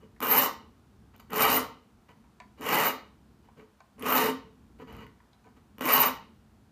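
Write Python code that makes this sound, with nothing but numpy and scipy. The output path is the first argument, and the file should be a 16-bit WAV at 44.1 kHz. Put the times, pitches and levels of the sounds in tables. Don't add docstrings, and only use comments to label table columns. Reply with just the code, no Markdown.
import sys
import numpy as np
from scipy import signal
from scipy.fft import rfft, irfft, next_fast_len
from scipy.io import wavfile
from scipy.ndimage import uniform_filter1d, map_coordinates

SR = 44100
rng = np.random.default_rng(int(sys.argv[2]) if len(sys.argv) > 2 else 0)


def output_pcm(signal):
    pcm = np.clip(np.atleast_2d(signal).T, -1, 1) * 32767
    wavfile.write(sys.argv[1], SR, np.round(pcm).astype(np.int16))


def rack_gain(trim_db):
    fader = np.asarray(trim_db, float)
    return 10 ** (fader / 20)


N = 295911


def unit(x):
    return x / np.sqrt(np.mean(x ** 2) + 1e-20)


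def along(points, hz):
    f, v = np.transpose(points)
    return np.interp(np.log(hz + 1), np.log(f + 1), v)


def wobble(rate):
    coarse = np.arange(0, N + 16, 16)
    knots = rng.standard_normal(int(N * rate / SR) + 4)
    curve = map_coordinates(knots, [coarse * rate / SR])
    return np.interp(np.arange(N), coarse, curve)


def colour(spectrum):
    m = next_fast_len(N + 8192)
    gain = rack_gain(along(spectrum, np.fft.rfftfreq(m, 1 / SR)))
    return unit(irfft(rfft(rng.standard_normal(m)) * gain, m)[:N])


def ring(modes, low_hz, high_hz):
    hz, width_hz, level_db = np.transpose(modes)[:, :, None]
    t = np.arange(SR // 10) / SR
    decay = np.exp(-np.pi * width_hz * t)
    h = rack_gain(level_db) * width_hz * decay * np.sin(2 * np.pi * hz * t)
    edges = signal.butter(4, [low_hz, min(high_hz, SR / 2.1)], "band", fs=SR, output="sos")
    h = signal.sosfilt(edges, h)
    return h / np.linalg.norm(h.sum(0))


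def burst(response, seconds):
    t = np.arange(SR // 20) / SR
    contact = rack_gain(-60 * t / seconds) * rng.standard_normal(len(t))
    struck = signal.fftconvolve(response, contact)[:len(response)]
    return struck / abs(struck).max()


def slips(rate, seconds):
    jumps = (rng.random(N) < rate / SR) * rng.random(N)
    return unit(signal.lfilter([1], [1, -np.exp(-1 / (seconds * SR))], jumps))


def ridges(rate, jitter, spread_db, smooth):
    count = np.floor(np.cumsum(rate) / SR + jitter * wobble(500))
    struck = np.diff(count, prepend=0) > 0
    size = rack_gain(spread_db * np.clip(rng.standard_normal(N), -3, 1.8)) * np.sqrt(SR / rate)
    share = np.clip(smooth, 0, 1)
    return np.sqrt(1 - share) * unit(struck * size) + np.sqrt(share) * rng.standard_normal(N)


# time_s, level_db
RUMBLE_LEVEL = [(0.0, -58.5), (0.3, -56.5), (0.9, -59), (1.12, -60.5), (1.36, -58), (1.49, -50.5),
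                (1.75, -61.5), (2.35, -62), (2.78, -58.5), (3.87, -62), (4.2, -52.5), (4.48, -58.5),
                (4.8, -62.5), (4.95, -50.5), (5.19, -62), (5.96, -56.5), (6.32, -60), (6.71, -62)]
# frequency_hz, density_db (per Hz)
RUMBLE = [(20, -36.5), (48, -9), (62, 0), (100, -4), (185, -9.5), (212, 0), (270, -11.5), (480, -19)]
# frequency_hz, density_db (per Hz)
HISS = [(290, -25), (500, -5.5), (676, -5), (747, -3.5), (1360, -7.5), (2040, -15), (3620, -18),
        (15400, -28)]


def air():
    s, db = np.transpose(RUMBLE_LEVEL)
    swell_db = np.interp(np.arange(N) / SR, s, db) + 1.1 * wobble(7.6) + 2.3 * wobble(3.99)
    rumble = colour(RUMBLE + [(560, -120)])
    return rack_gain(swell_db) * rumble + rack_gain(-69.5) * colour(HISS)


# start_s, length_s, level_db, bench_above_db, steel_above_db
DRAGS = [(0.0, 0.077, -69, 13, -16), (1.133, 0.043, -59, -5, -21.5), (1.19, 0.029, -55, -10, -8.5),
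         (2.078, 0.054, -61.5, 2.5, -16), (2.568, 0.1, -61, -6.5, -13), (3.433, 0.042, -74, 6, -10.5),
         (3.467, .04, -72.5, -5, -24), (3.56, 0.088, -65, 11, -16), (4.782, 0.0635, -55.5, 10, -16.5),
         (4.864, 0.2, -55.5, 2, -17.5), (5.443, 0.057, -71.5, 12, -13), (5.555, 0.044, -68, 1, -14)]


def scuff():
    touch_s, leave_s, tooth_db = 0.01, 0.017, -7
    t, gains = np.arange(N) / SR, np.zeros((4, N))
    for s, length, db, bench_db, steel_db in DRAGS:
        touch = np.clip(np.minimum((t - s) / touch_s, (s + length - t) / leave_s), 0, 1) ** 2
        gains += touch * rack_gain(db + np.array([[0], [bench_db], [steel_db], [steel_db + tooth_db]]))
    return gains


# frequency_hz, width_hz, level_db
LOOSE_JAWS = [(764, 39, -2.5), (974, 43, 7), (1520, 47, -6), (1750, 37, -12), (2260, 130, -12),
              (2923, 19, -32.5)]
# frequency_hz, width_hz, level_db
VISE = [(595, 48, -4), (817.5, 21, -31), (840, 17, -15.5), (922, 24, 6), (1063, 16, 3.5), (1112, 99, 2),
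        (1249, 160, 5.5), (1520, 170, -2.5), (1750, 67, -16), (1946, 220, 0), (2325, 300, -3.5),
        (2542, 300, -9.5), (2853, 120, 2), (2910, 40, -1)]
# frequency_hz, width_hz, level_db
BENCH = [(166, 13, -10.5), (199, 7.3, -5), (261.7, 11.5, 6), (311, 66, -5), (439.4, 31.43, 1),
         (430, 15, -21)]
# frequency_hz, width_hz, level_db
EDGE = [(3900, 300, 4.5), (4500, 600, 2), (6000, 700, -2.5), (6790, 550, -4), (9300, 690, -11)]
# frequency_hz, width_hz, level_db
TOOTH = [(13000, 100, -10), (13290, 520, 2.5), (13400, 400, -5), (14600, 410, -8), (15150, 450, -8)]


def drags():
    grab = np.clip(slips(90, seconds=.004), 0, 2.2)
    flutter = unit(rack_gain(1.5 * wobble(70) + 1.5 * grab))
    rate = np.full(N, 460)
    force = ridges(rate, jitter=0.26, spread_db=3.5, smooth=0.5) * flutter
    bodies = [ring(LOOSE_JAWS + VISE[5:], 500, 3300), ring(BENCH, 130, 600),
              ring(EDGE, 3400, 11000), ring(TOOTH[:3], 11800, 15000)]
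    responses = [body.sum(0) for body in bodies]
    return signal.oaconvolve(scuff() * force, responses, axes=1)[:, :N].sum(0)


# frequency_hz, level_db
ECHO = [(260, -7.5), (950, 0), (2000, -1.5), (2900, -8), (3300, 1), (3750, -1), (4400, 0), (15000, -5)]
# frequency_hz, t60_s
ROOM = [(150, 0.67), (700, 0.34), (1050, 0.39), (1500, 0.32), (3000, 0.43), (4000, 0.41), (9000, 0.22),
        (14000, 0.19)]


def workshop(x):
    hz, t, z = signal.stft(rng.standard_normal((4, SR * 3 // 4)), SR, nperseg=256)
    decay_db = along(ECHO, hz)[:, None] - 60 * t / along(ROOM, hz)[:, None]
    tails = signal.istft(z * rack_gain(decay_db), SR, nperseg=256)[1]
    turn = np.arange(N) / SR * 9 + np.arange(4)[:, None] * np.pi / 4
    delayed = np.pad(x, (300, 0))[:N]
    parts = delayed * np.clip(np.cos(2 * turn), 0, 1)
    return signal.fftconvolve(parts, tails / np.linalg.norm(tails[0]), axes=1)[:, :N].sum(0)


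# start_s, peak_db, note_hz, note_above_db, edge_above_db
KNOCKS = [(0.163, -61.5, 1980, 7, -10.5), (2.091, -48, 1440, -20, -11), (2.24, -56, 1508, -12, -19.5),
          (2.401, -38.5, 2400, -4, -4), (2.419, -60, 2264, 11, -44), (3.487, -58, 960, 10, -31),
          (3.595, -49.5, 2302, -3, -27.5), (3.804, -42, 1473, -16, -8.5), (3.995, -51, 10700, 9, -6),
          (4.799, -41, 1780, -9.5, -28), (5.201, -50.5, 1750, -7.5, -28), (5.331, -56, 3900, 1, -8.5),
          (5.443, -51.5, 1540, -12, -13), (5.467, -47.5, 1920, -22, -14)]


def knocks():
    out = np.zeros(N + SR)
    jaws, edge = ring(LOOSE_JAWS, 600, 3300), ring(EDGE[1:4], 3600, 7900).sum(0)
    for s, db, hz, note_db, edge_db in KNOCKS:
        strengths = rack_gain(rng.normal(0, 2.6, len(jaws)))
        wood = burst(strengths @ jaws, seconds=0.064)
        note = burst(ring([(hz, .2 * min(hz, 3000), 0)], 400, 14000)[0], seconds=0.039)
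        steel = burst(edge, seconds=0.016)
        knock = wood + rack_gain(note_db + 3.0) * note + rack_gain(edge_db) * steel
        out[round(s * SR):][:len(edge)] += rack_gain(db - 4.5) * knock
    return out[:N]


# time_s, bite_db
STROKES = [
    [(0.212, -49), (0.226, -30), (0.246, -32), (0.296, -27), (0.386, -22.5), (0.392, -23), (0.49, -37.5)],
    [(1.295, -69), (1.301, -49.5), (1.363, -26.5), (1.373, -29.5), (1.415, -23), (1.581, -26.5),
     (1.62, -46)],
    [(2.575, -86.5), (2.623, -40), (2.659, -31.5), (2.735, -24.5), (2.849, -26), (2.907, -34), (2.92, -58)],
    [(3.98, -58.5), (4.044, -41.5), (4.064, -32.5), (4.084, -27.5), (4.204, -25), (4.3, -33), (4.33, -62)],
    [(5.806, -40), (5.86, -29), (5.932, -22.5), (6.046, -25), (6.052, -30.5), (6.084, -30.5), (6.105, -48)],
]
# bench_weight_db, bench_weight_gained_db, tooth_freedom_db
GRIP = [
    (-0.3, -2.5, 5),
    (-0.1, 1.1, -1.5),
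    (2, -2.1, -2.5),
    (-1.5, 3, -1.5),
    (2, -9.5, 0),
]
# full_bite_above_db, growth_db_per_db, gained_tip_to_handle_db
FOLLOW = [
    (-2.5, 1, -0.5),
    (-10, 0.43, 2),
    (-16, 1.04, 4.5),
    (-8, 1.7, 0.5),
]


def pressure():
    full_bite_db = -26
    slow, fast, fastest_at = 190, 950, .62
    t, gains, rate = np.arange(N) / SR, np.zeros((4, N)), np.full(N, float(slow))
    above_db, grows, gained_db = np.transpose(FOLLOW)[:, :, None]
    for rows, (weight_db, lean_db, keen_db) in zip(STROKES, GRIP):
        s, bite_db = np.transpose(rows)
        done = np.clip((t - s[0]) / (s[-1] - s[0]), 0, 1)
        lift = np.clip((s[-1] - t) / 0.0041, 0, 1) * (t >= s[0])
        excess_db = np.interp(t, s, bite_db) - full_bite_db
        grip_db = np.array([0 * t, weight_db + lean_db * done, 0 * t, keen_db + 0 * t])
        gains += lift * rack_gain(full_bite_db + above_db + grows * excess_db + gained_db * done + grip_db)
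        rate += (fast - slow) * (lift > 0) * np.exp(-((done - fastest_at) / .36) ** 2)
    return gains, rate


# start_s, peak_db, bench_above_db, steel_above_db
TICKS = [(0.204, -24, -4, -7.5), (0.216, -26, -5.5, -12.5), (0.227, -24, 4, -1), (0.249, -43, -13, -15.5),
         (1.162, -57, -7, 5), (1.18, -60, -2, 4), (1.2, -41, -22, -6), (1.305, -45, 9, 3),
         (1.321, -36, -1, -7), (1.332, -17.5, -2, -10), (1.348, -39, -19, -20), (1.358, -23, -15, -12),
         (2.587, -58, -3.5, -14), (2.61, -35.5, -32.5, -6), (2.617, -30, -16, -15), (2.641, -32, -18, -11),
         (2.663, -23.5, -9.5, -12.5), (3.993, -39, 2.5, -17), (4.024, -26.5, -21, -6),
         (4.031, -28, 10, -14), (4.072, -33, -45, -20), (4.086, -30, -41, -11.5), (4.926, -46, 7.5, -4),
         (4.966, -46, -5, -5), (5.005, -54, 5, -6), (5.066, -40.5, -2.5, -15.5),
         (5.783, -32.5, -0.5, -11.5), (5.793, -36.5, -11.5, -9.5), (5.809, -21, 3.5, -11),
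         (5.86, -17.5, -30, -17), (6.037, -24.5, -20, -1.5)]
# frequency_hz, width_hz, level_db
BLADE = [(3750, 110, 7), (4100, 170, 1), (4654, 930, -1), (5620, 350, -5), (6400, 1300, -0.5),
         (7320, 580, -1.5), (8840, 590, -1), (9600, 550, 2), (11060, 920, -3.5), (11900, 400, 0.5)]


def filing():
    gains, rate = pressure()
    force = ridges(rate, jitter=.1, spread_db=2.74, smooth=0.6)
    bodies = [ring(VISE, 480, 3200), ring(BENCH, 140, 600), ring(BLADE, 3250, 12500), ring(TOOTH, 11800, 17000)]
    chatter = np.clip(slips(140, seconds=0.0012), 0, 2.1)
    depths_db = [(.9, 1.6), (.9, .6), (1.4, 3.6), (2.6, 3.8)]
    flutter = [rack_gain(wobble_db * wobble(45) + skip_db * chatter) for wobble_db, skip_db in depths_db]
    out = np.zeros(N + SR)
    for gain, body, bite, rock_db in zip(gains, bodies, flutter, (2.5, 2.9, 2.5, 3)):
        shares = np.array([unit(rack_gain(rock_db * wobble(30))) for mode in body])
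        drive = gain * unit(bite) * force * shares
        out[:N] += signal.oaconvolve(drive, body, axes=1)[:, :N].sum(0)
    for s, db, bench_db, steel_db in TICKS:
        for body, above_db in zip(bodies, [-2.5, bench_db - 8, steel_db - 2, steel_db + 1.5]):
            strengths = rack_gain(rng.normal(0, 2.63, len(body)))
            catch = strengths[:-1] @ body[:-1]
            out[round(s * SR):][:len(catch)] += rack_gain(db + above_db - 4.0) * burst(catch, seconds=.011)
    return out[:N]


# centre_s, level_db, pitch_hz
SQUEALS = [(0.319, -23.5, 12900), (0.327, -23.5, 12200), (0.367, -33, 14600), (0.387, -18.5, 13230),
           (0.424, -34, 14800), (0.451, -30.5, 13600), (1.408, -34, 13400), (1.429, -27, 13200),
           (1.429, -32, 12700), (1.553, -29.5, 14600), (1.57, -26, 13520), (1.579, -45, 12500),
           (2.744, -33, 13600), (2.807, -41.5, 13900), (2.86, -30, 13600), (2.878, -28.5, 14150),
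           (4.133, -29, 13400), (4.161, -26, 14200), (4.22, -39, 14300), (5.866, -37, 13500),
           (5.95, -25, 13600), (5.96, -26, 12600), (5.994, -30.5, 15100), (6.013, -20.5, 13460),
           (6.017, -38.5, 12700), (6.066, -27.5, 14100)]


def squeals():
    out, t = np.zeros(N), np.arange(-SR // 20, SR // 20) / SR
    for s, db, hz in SQUEALS:
        shake = uniform_filter1d(rng.standard_normal((2, len(t))), 60, axis=1)
        pitch_hz = hz - 7000 * t + 1500 * shake[0]
        phase = 2 * np.pi * np.cumsum(pitch_hz) / SR
        swell = np.exp(-(t / 0.012) ** 4) * unit(rack_gain(np.clip(45 * shake[1], -14, 5)))
        out[round(s * SR) - SR // 20:][:len(t)] += rack_gain(db + 2.0) * swell * np.sin(phase)
    return out


def scene():
    near, taps = filing() + squeals() + drags(), knocks()
    direct = rack_gain(1.5) * (near + taps)
    answer = rack_gain(-6) * workshop(near + rack_gain(-3) * taps)
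    return (direct + answer + air())[None]


def top_cut(x):
    return signal.sosfilt(signal.butter(12, 15700, fs=SR, output="sos"), x)


def record(dry):
    top_hz, ceiling = 15330, .43
    hz = np.fft.rfftfreq(N, 1 / SR)
    limited = irfft(rfft(dry) * rack_gain(-np.clip(hz - top_hz, 0, 600) / 5), N)
    limited = limited / (1 + abs(limited / ceiling) ** 4) ** .25
    return top_cut(limited)


dry = scene()
out = record(dry)
output_pcm(out)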